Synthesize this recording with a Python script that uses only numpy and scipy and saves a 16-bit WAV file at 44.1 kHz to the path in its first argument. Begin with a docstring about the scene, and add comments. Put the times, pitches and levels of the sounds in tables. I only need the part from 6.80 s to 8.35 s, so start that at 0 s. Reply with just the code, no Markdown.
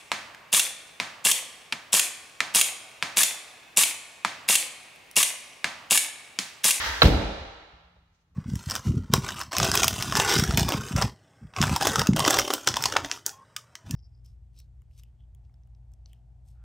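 """Car door slammed in an echoing garage

A car door is swung shut in a bare garage, an arm's length from a hand-held microphone.
Shaped noise makes the rushing scuff of the swing; short ringing tones and noise bursts make the latch clack.
Slower tones and noise make the door boom, shudder and rattle, and fading noise bands make the hall ring out.
Underneath are a faint wavering hum, rumble and hiss, with soft handling knocks and a sleeve rustle."""
import sys
import numpy as np
from scipy import signal
from scipy.fft import rfft, irfft
from scipy.io import wavfile
from scipy.ndimage import uniform_filter1d

SR = 44100
rng = np.random.default_rng(int(sys.argv[2]) if len(sys.argv) > 2 else 0)


def output_pcm(signal):
    """Save a mono or channel-first signal as 16-bit PCM at the path in sys.argv[1].

    Samples are clipped to [-1, 1] before scaling.
    """
    pcm = np.clip(np.atleast_2d(signal).T, -1, 1) * 32767
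    wavfile.write(sys.argv[1], SR, np.round(pcm).astype(np.int16))


N = 68355  # length in samples


def undb(db):
    """Turn decibels into a gain."""
    return 10 ** (np.asarray(db) / 20)


def clock():
    """Time of every sample, in seconds."""
    return np.arange(N) / SR


def unit(x):
    """Scale a sound to an rms of 1."""
    return x / np.sqrt(np.mean(x ** 2))


def fade(start, t60):
    """Start suddenly, then die away exponentially, falling 60 dB in t60 seconds."""
    age = clock() - start
    return (age >= 0) * np.exp(-np.log(1000) * np.maximum(age, 0) / t60)


def grow(start, build_s):
    """Rise from 0 towards 1, quickly at first and then ever more slowly."""
    return 1 - np.exp(-np.maximum(clock() - start, 0) / build_s)


def curve(points):
    """Gain that follows points of (seconds, dB)."""
    seconds, db = np.array(points).T
    return undb(np.interp(clock(), seconds, db))


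def freqs():
    """Frequency of every spectral bin in Hz, kept at 1 or more so logarithms work."""
    return np.maximum(np.arange(N // 2 + 1) * SR / N, 1)


def colour(x, points):
    """Shape the spectrum of noise with points of (Hz, dB), then scale it to an rms of 1."""
    hz, db = np.array(points).T
    gain = undb(np.interp(np.log(freqs()), np.log(hz), db))
    return unit(irfft(rfft(x) * gain, N))


BASS_LIKENESS, ALIKE_HZ = 0.992, 800  # how alike left and right are in the bass; where this fades
TREBLE_HZ, TREBLE_PAN_DB = 4500, -1  # around this pitch the sound leans right (minus means right)


def diffuse():
    """Stereo noise from all around: left and right agree in the bass and differ in the treble."""
    mid, side = rfft(rng.standard_normal((2, N)))
    alike = BASS_LIKENESS / (1 + (freqs() / ALIKE_HZ) ** 2)
    lean_db = TREBLE_PAN_DB * np.exp(-np.log2(freqs() / TREBLE_HZ) ** 2)
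    sign = np.array([[1], [-1]])  # left, right
    spectrum = mid * np.sqrt(1 + alike) + sign * side * np.sqrt(1 - alike)
    return unit(irfft(spectrum * undb(sign * lean_db / 2), N))


def gritty(grain_db, size=24):
    """Diffuse noise broken into tiny grains, each "size" samples long, of uneven strength."""
    noise = diffuse()
    grains = undb(grain_db * rng.standard_normal(N // size + 1))
    return noise * np.repeat(grains, size)[:N]


def ring(modes, start, flip=1):
    """Fading tones struck at one moment; with flip -1 neighbours swing in opposite directions."""
    out = 0
    for k, (hz, db, t60) in enumerate(modes):
        tone = np.sin(2 * np.pi * hz * (clock() - start))
        out = out + flip ** k * undb(db) * fade(start, t60) * tone
    return out


def convolve(x, response):
    """Pass stereo sound through a response."""
    return signal.fftconvolve(x, response, axes=1)[:, :N]


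# Background rumble level. Each row: time in seconds, level in dB.
FLOOR_LEVEL = [(1.2, -63), (1.4, -71), (1.55, -62)]
# Background rumble colour. Each row: frequency in Hz, relative level in dB.
FLOOR = [(25, -12), (60, 5), (110, -5.5), (250, -18.5), (500, -25), (900, -22), (1500, -35.5),
         (4000, -54.5)]
# Background hiss colour. Each row: frequency in Hz, relative level in dB.
HISS = [(500, 3), (2500, -3.5), (6500, -1.5), (8500, -10.5), (16000, -13.5)]
# Hum level. Each row: time in seconds, rms level in dB.
HUM_LEVEL = [(0, -64), (.9, -71), (1.15, -68.5), (1.4, -82), (1.55, -67)]
HISS_DB = -80.5
HUM_HZ, HUM_WAVER = 168, .025  # average pitch, and its typical drift as a fraction


def background():
    """Rumble and hiss are coloured noise; the hum is a sine whose pitch wavers at random."""
    waver = colour(rng.standard_normal(N), [(3, 2.5), (30, -50), (300, -120)])
    pitch_hz = HUM_HZ * (1 + HUM_WAVER * waver)
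    hum = np.sqrt(2) * np.sin(2 * np.pi * np.cumsum(pitch_hz) / SR)
    rumble = curve(FLOOR_LEVEL) * colour(diffuse(), FLOOR)
    hiss = undb(HISS_DB) * colour(diffuse(), HISS)
    return rumble + hiss + hum * curve(HUM_LEVEL)


# Loudness of the swing's scuff. Each row: time in seconds, level in dB.
SCUFF_LEVEL = [(0, -27.5), (.03, -28.5), (.075, -27), (.1, -30), (.15, -36), (.21, -39), (.3, -88.5)]
# Colour of the swing's scuff. Each row: frequency in Hz, relative level in dB.
SCUFF = [(30, -6.5), (70, 10.5), (130, -15.5), (280, -15), (480, -9.5), (760, -9.5), (900, 1.5), (1100, -1),
         (1600, 1), (1950, 3.5), (2350, -4), (3500, -4), (6000, -9.5), (8200, -21.5), (15000, -25.5)]
SCUFF_GRAIN_DB = 0.5  # unevenness of the grains


def scuff():
    """Fine-grained rubbing noise that goes with the swing and dies as the door shuts."""
    return colour(gritty(SCUFF_GRAIN_DB), SCUFF) * curve(SCUFF_LEVEL)


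# Echo bands of the garage.
# Each row: centre in Hz, relative level in dB, time to fall 60 dB in seconds (before the build-up).
HALL = [(40, -8, 0.95), (80, -7, .72), (160, -5, 0.56), (310, -2.5, 0.8357), (570, -3.5, 1.193),
        (1200, -6.5, 1.6), (2500, -8.5, 1.54), (4400, -9.5, 1.4), (6500, -8, 1.2), (9000, -8.5, 0.82),
        (14800, -11.5, 0.26)]
HALL_DELAY_S, HALL_BUILD_S = 0.017, 0.018  # wait before the echoes, and how gradually they build


def hall():
    """Response of the garage: dense echoes build up, then each band dies at its own rate."""
    noise, out = rfft(diffuse()), 0
    centres = np.log([row[0] for row in HALL])
    build = grow(HALL_DELAY_S, HALL_BUILD_S)
    for (hz, db, t60), pick in zip(HALL, np.eye(len(HALL))):
        shape = build * fade(0, t60)
        # Each band blends smoothly into its neighbours.
        band = irfft(noise * np.interp(np.log(freqs()), centres, pick), N)
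        out = out + undb(db) * band * shape / np.sqrt(np.sum(shape ** 2))
    return out


# Strikes of the latch. Each row: start in seconds, relative level of ring and clack in dB,
# relative level of the crack in dB, left minus right in dB.
STRIKES = [(0.2187, -0.5, -28.5, -3), (0.2203, -1, -24, 0), (.2230, -2, -31, 4.5), (0.229, -18.5, -7, -8),
           (.2313, -12.5, 1, -6), (0.2354, -19.5, -10.5, 1), (0.2533, -22, -15, 0)]
# Ringing tones of the latch and door edge.
# Each row: frequency in Hz, relative level in dB, time to fall 60 dB in seconds.
LATCH_MODES = [(466, -17, 0.033), (657.3, -13.5, 0.017), (946.6, -22.5, 0.04), (1126.2, -16.5, 0.046),
               (1322, -13.5, .03), (1650, -8, 0.025), (2207, -15.5, 0.027), (2700.4, -11, 0.025),
               (3089, -11.5, .02), (4009.5, -0.5, 0.01464), (4650, -16.5, 0.0047)]
# The many weaker tones of the whole door, heard as one broad clack.
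# Each row: frequency in Hz, relative level in dB.
CLACK = [(150, -2.5), (300, 8.5), (500, 6.5), (900, 1), (1500, -8), (2600, -3), (4300, -6), (5400, -13),
         (6500, -26.5), (9000, -43.5)]
# Metal-on-metal crack. Each row: frequency in Hz, relative level in dB.
CRACK = [(300, 1), (1200, 10), (3000, -4.5), (5000, -2.5), (6700, -3), (8000, -12.5), (12000, -14.5),
         (16000, -13)]
LATCH_DB, CLACK_DB, CRACK_DB = 0.5, -14, -14  # added to the strike levels
CLACK_T60_S, CRACK_T60_S = .018, .011
LEFT_LAG_S = .0001  # the latch ring and the body boom reach the left side later
LATCH_TOP_HZ = 5313  # the damped metal gives little above this
LEFT_SHADE_HZ = 2606  # the far side of the microphone hears the latch duller


def latch():
    """The claw hits the striker, snaps over and settles; each strike rings, clacks and cracks."""
    metal, clack, crack = 0, 0, 0
    broad, sharp = colour(diffuse(), CLACK), colour(diffuse(), CRACK)
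    for s, ring_db, crack_db, pan_db in STRIKES:
        pan = undb(np.array([[pan_db], [-pan_db]]) / 2)
        tones = np.array([ring(LATCH_MODES, s + lag, flip=-1) for lag in (LEFT_LAG_S, 0)])
        metal = metal + pan * undb(LATCH_DB + ring_db) * tones
        clack = clack + pan * undb(CLACK_DB + ring_db) * broad * fade(s, CLACK_T60_S)
        crack = crack + pan * undb(CRACK_DB + crack_db) * sharp * fade(s, CRACK_T60_S)
    left = signal.lfilter(*signal.butter(1, LEFT_SHADE_HZ, fs=SR), metal[0])
    metal = np.array([left, metal[1]])
    soften = signal.butter(6, LATCH_TOP_HZ, fs=SR, output="sos")
    return signal.sosfilt(soften, metal), signal.sosfilt(soften, clack), crack


# Colour of the trim and window buzz. Each row: frequency in Hz, relative level in dB.
RATTLE = [(200, -2), (500, 9), (850, -3.5), (1300, -1.5), (2000, -3), (4300, -3.5), (6000, -13),
          (8000, -23.5), (16000, -25)]
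RATTLE_S, RATTLE_DB = .257, -18.5  # moment and level of the strongest buzz
RATTLE_RISE_S, RATTLE_T60_S = 0.02, 0.17


def rattle():
    """Loose trim buzzes as grainy noise, from the first latch strike, most as the door bottoms out."""
    early = np.minimum(clock() - RATTLE_S, 0)
    shape = np.where(early < 0, np.exp(early / RATTLE_RISE_S), fade(RATTLE_S, RATTLE_T60_S))
    started = clock() > STRIKES[0][0]
    return undb(RATTLE_DB) * colour(gritty(grain_db=4.0), RATTLE) * shape * started


# The door pressing into its seals.
# Each row: middle of the push in seconds, relative level in dB, length of the push in seconds.
BLOWS = [(0.2346, -9.5, 0.0015), (0.2417, -4, 0.0031), (.2570, 2.5, 0.0041)]
# Booming tones of the door skin and cabin.
# Each row: frequency in Hz, relative level in dB, time to fall 60 dB in seconds.
BODY_MODES = [(55.23, -21, 0.46), (84.2, -3, 0.052), (121.35, -17.5, 0.079), (167.47, -11.5, 0.16),
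              (208.4, -12, 0.12), (256.58, -17, 0.13), (311.5, -11.5, 0.16), (414.6, -17.5, 0.2),
              (489, -18.5, 0.37), (578, -18.5, .16), (654, -18, 0.16)]


def body():
    """Soft pushes of the rubber seals set the door skin and cabin booming."""
    out = 0
    for s, db, contact in BLOWS:
        # Half a sine: the push grows and lets go smoothly.
        push = np.sin(np.pi * np.minimum(clock() / contact, 1))
        boom = ring(BODY_MODES, s - contact / 2)
        out = out - undb(db) * signal.fftconvolve(boom, push / push.sum())[:N]
    left = np.interp(clock() - LEFT_LAG_S, clock(), out)
    return np.array([left, out])


# Dense low tones of the steel panels, as a noise colour. Each row: frequency in Hz, relative level in dB.
PANELS = [(60, -19.5), (150, 0), (220, -3), (310, 0.5), (480, -1), (680, -3.5), (850, -14.5), (2000, -35.5)]
PANEL_DB, PANEL_T60_S, PANEL_RISE_S = -23, 0.34, 0.0061


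def panels():
    """The steel skin shudders, as low noise, from the first push on the seals."""
    start = BLOWS[0][0]
    shape = grow(start, PANEL_RISE_S) * fade(start, PANEL_T60_S)
    return undb(PANEL_DB) * colour(diffuse(), PANELS) * shape


# Soft knocks on the microphone. Each row: start in seconds, thump level in dB, tick level in dB.
KNOCKS = [(0.661, -42.5, -74), (.935, -41.5, -62), (1.165, -52, -54), (1.183, -52, -70.5),
          (1.274, -56.5, -76.5), (1.323, -53.5, -79)]
# Colour of their dull tick. Each row: frequency in Hz, relative level in dB.
TICK = [(150, -11), (700, 8.5), (1500, -10), (3000, -33), (8000, -43.5)]
# Loudness of a faint sleeve rustle. Each row: time in seconds, level in dB.
SLEEVE_LEVEL = [(1.3, -100), (1.35, -70.5), (1.385, -79.5), (1.415, -74.5), (1.46, -96)]
# Colour of the sleeve rustle. Each row: frequency in Hz, relative level in dB.
SLEEVE = [(300, -3.5), (1500, -1), (6500, 2), (8500, -13.5), (16000, -24)]
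KNOCK_HZ, KNOCK_T60_S, TICK_T60_S = 59, 0.0759, 0.027


def handling():
    """A shifting hand makes low tones with faint noise ticks; a sleeve brushes past as noise."""
    thumps = sum(ring([(KNOCK_HZ, db, KNOCK_T60_S)], s) for s, db, _ in KNOCKS)
    touches = sum(undb(db) * fade(s, TICK_T60_S) for s, _, db in KNOCKS)
    ticks = colour(diffuse(), TICK) * uniform_filter1d(touches, size=128)  # softened starts
    sleeve = colour(diffuse(), SLEEVE) * curve(SLEEVE_LEVEL)
    return thumps + ticks + sleeve


# The whole door fills the hall; the latch itself is heard mostly close by.
CLACK_ROOM_DB, METAL_ROOM_DB, SCUFF_ROOM_DB = 7, -12.5, 3.5


def scene():
    """Door and scuff with their echoes, over the quiet garage."""
    metal, clack, crack = latch()
    slam = crack + body() + panels() + rattle()
    rush = scuff()
    # What each sound sends into the hall.
    radiated = slam + undb(METAL_ROOM_DB) * metal
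    radiated = radiated + undb(CLACK_ROOM_DB) * clack + undb(SCUFF_ROOM_DB) * rush
    direct = metal + clack + slam + rush
    return direct + convolve(radiated, hall()) + handling() + background()


SUPPRESS_BELOW_DB, SUPPRESS_KNEE_DB = -61.5, 4.5  # what counts as faint, and how gradually
SUPPRESS_DEPTH_DB, SUPPRESS_FROM_HZ = 4.5, 400


def suppress(x):
    """Noise suppression: above the bass, faint sound is turned down a little."""
    high_pass = signal.butter(2, SUPPRESS_FROM_HZ, "high", fs=SR, output="sos")
    upper = signal.sosfiltfilt(high_pass, x)
    power = np.abs(uniform_filter1d(np.mean(upper ** 2, axis=0), size=2048))
    level_db = 10 * np.log10(power + 1e-14)
    faint = (1 + np.tanh((SUPPRESS_BELOW_DB - level_db) / SUPPRESS_KNEE_DB / 2)) / 2  # 0 to 1
    return x - upper * (1 - undb(-SUPPRESS_DEPTH_DB * faint))


LOW_CUT_HZ, TOP_HZ = 43, 15800


def record(dry):
    """The recorder drops the deepest bass, dims faint noise, rounds the highest peaks and cuts the top."""
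    low_cut = signal.butter(2, LOW_CUT_HZ, "high", fs=SR, output="sos")
    cleaned = suppress(signal.sosfilt(low_cut, dry))
    rounded = cleaned / (1 + cleaned ** 6) ** (1 / 6)
    top_cut = signal.ellip(10, .1, 80, TOP_HZ, fs=SR, output="sos")
    return signal.sosfilt(top_cut, rounded)


dry = scene()
out = record(dry)
output_pcm(out)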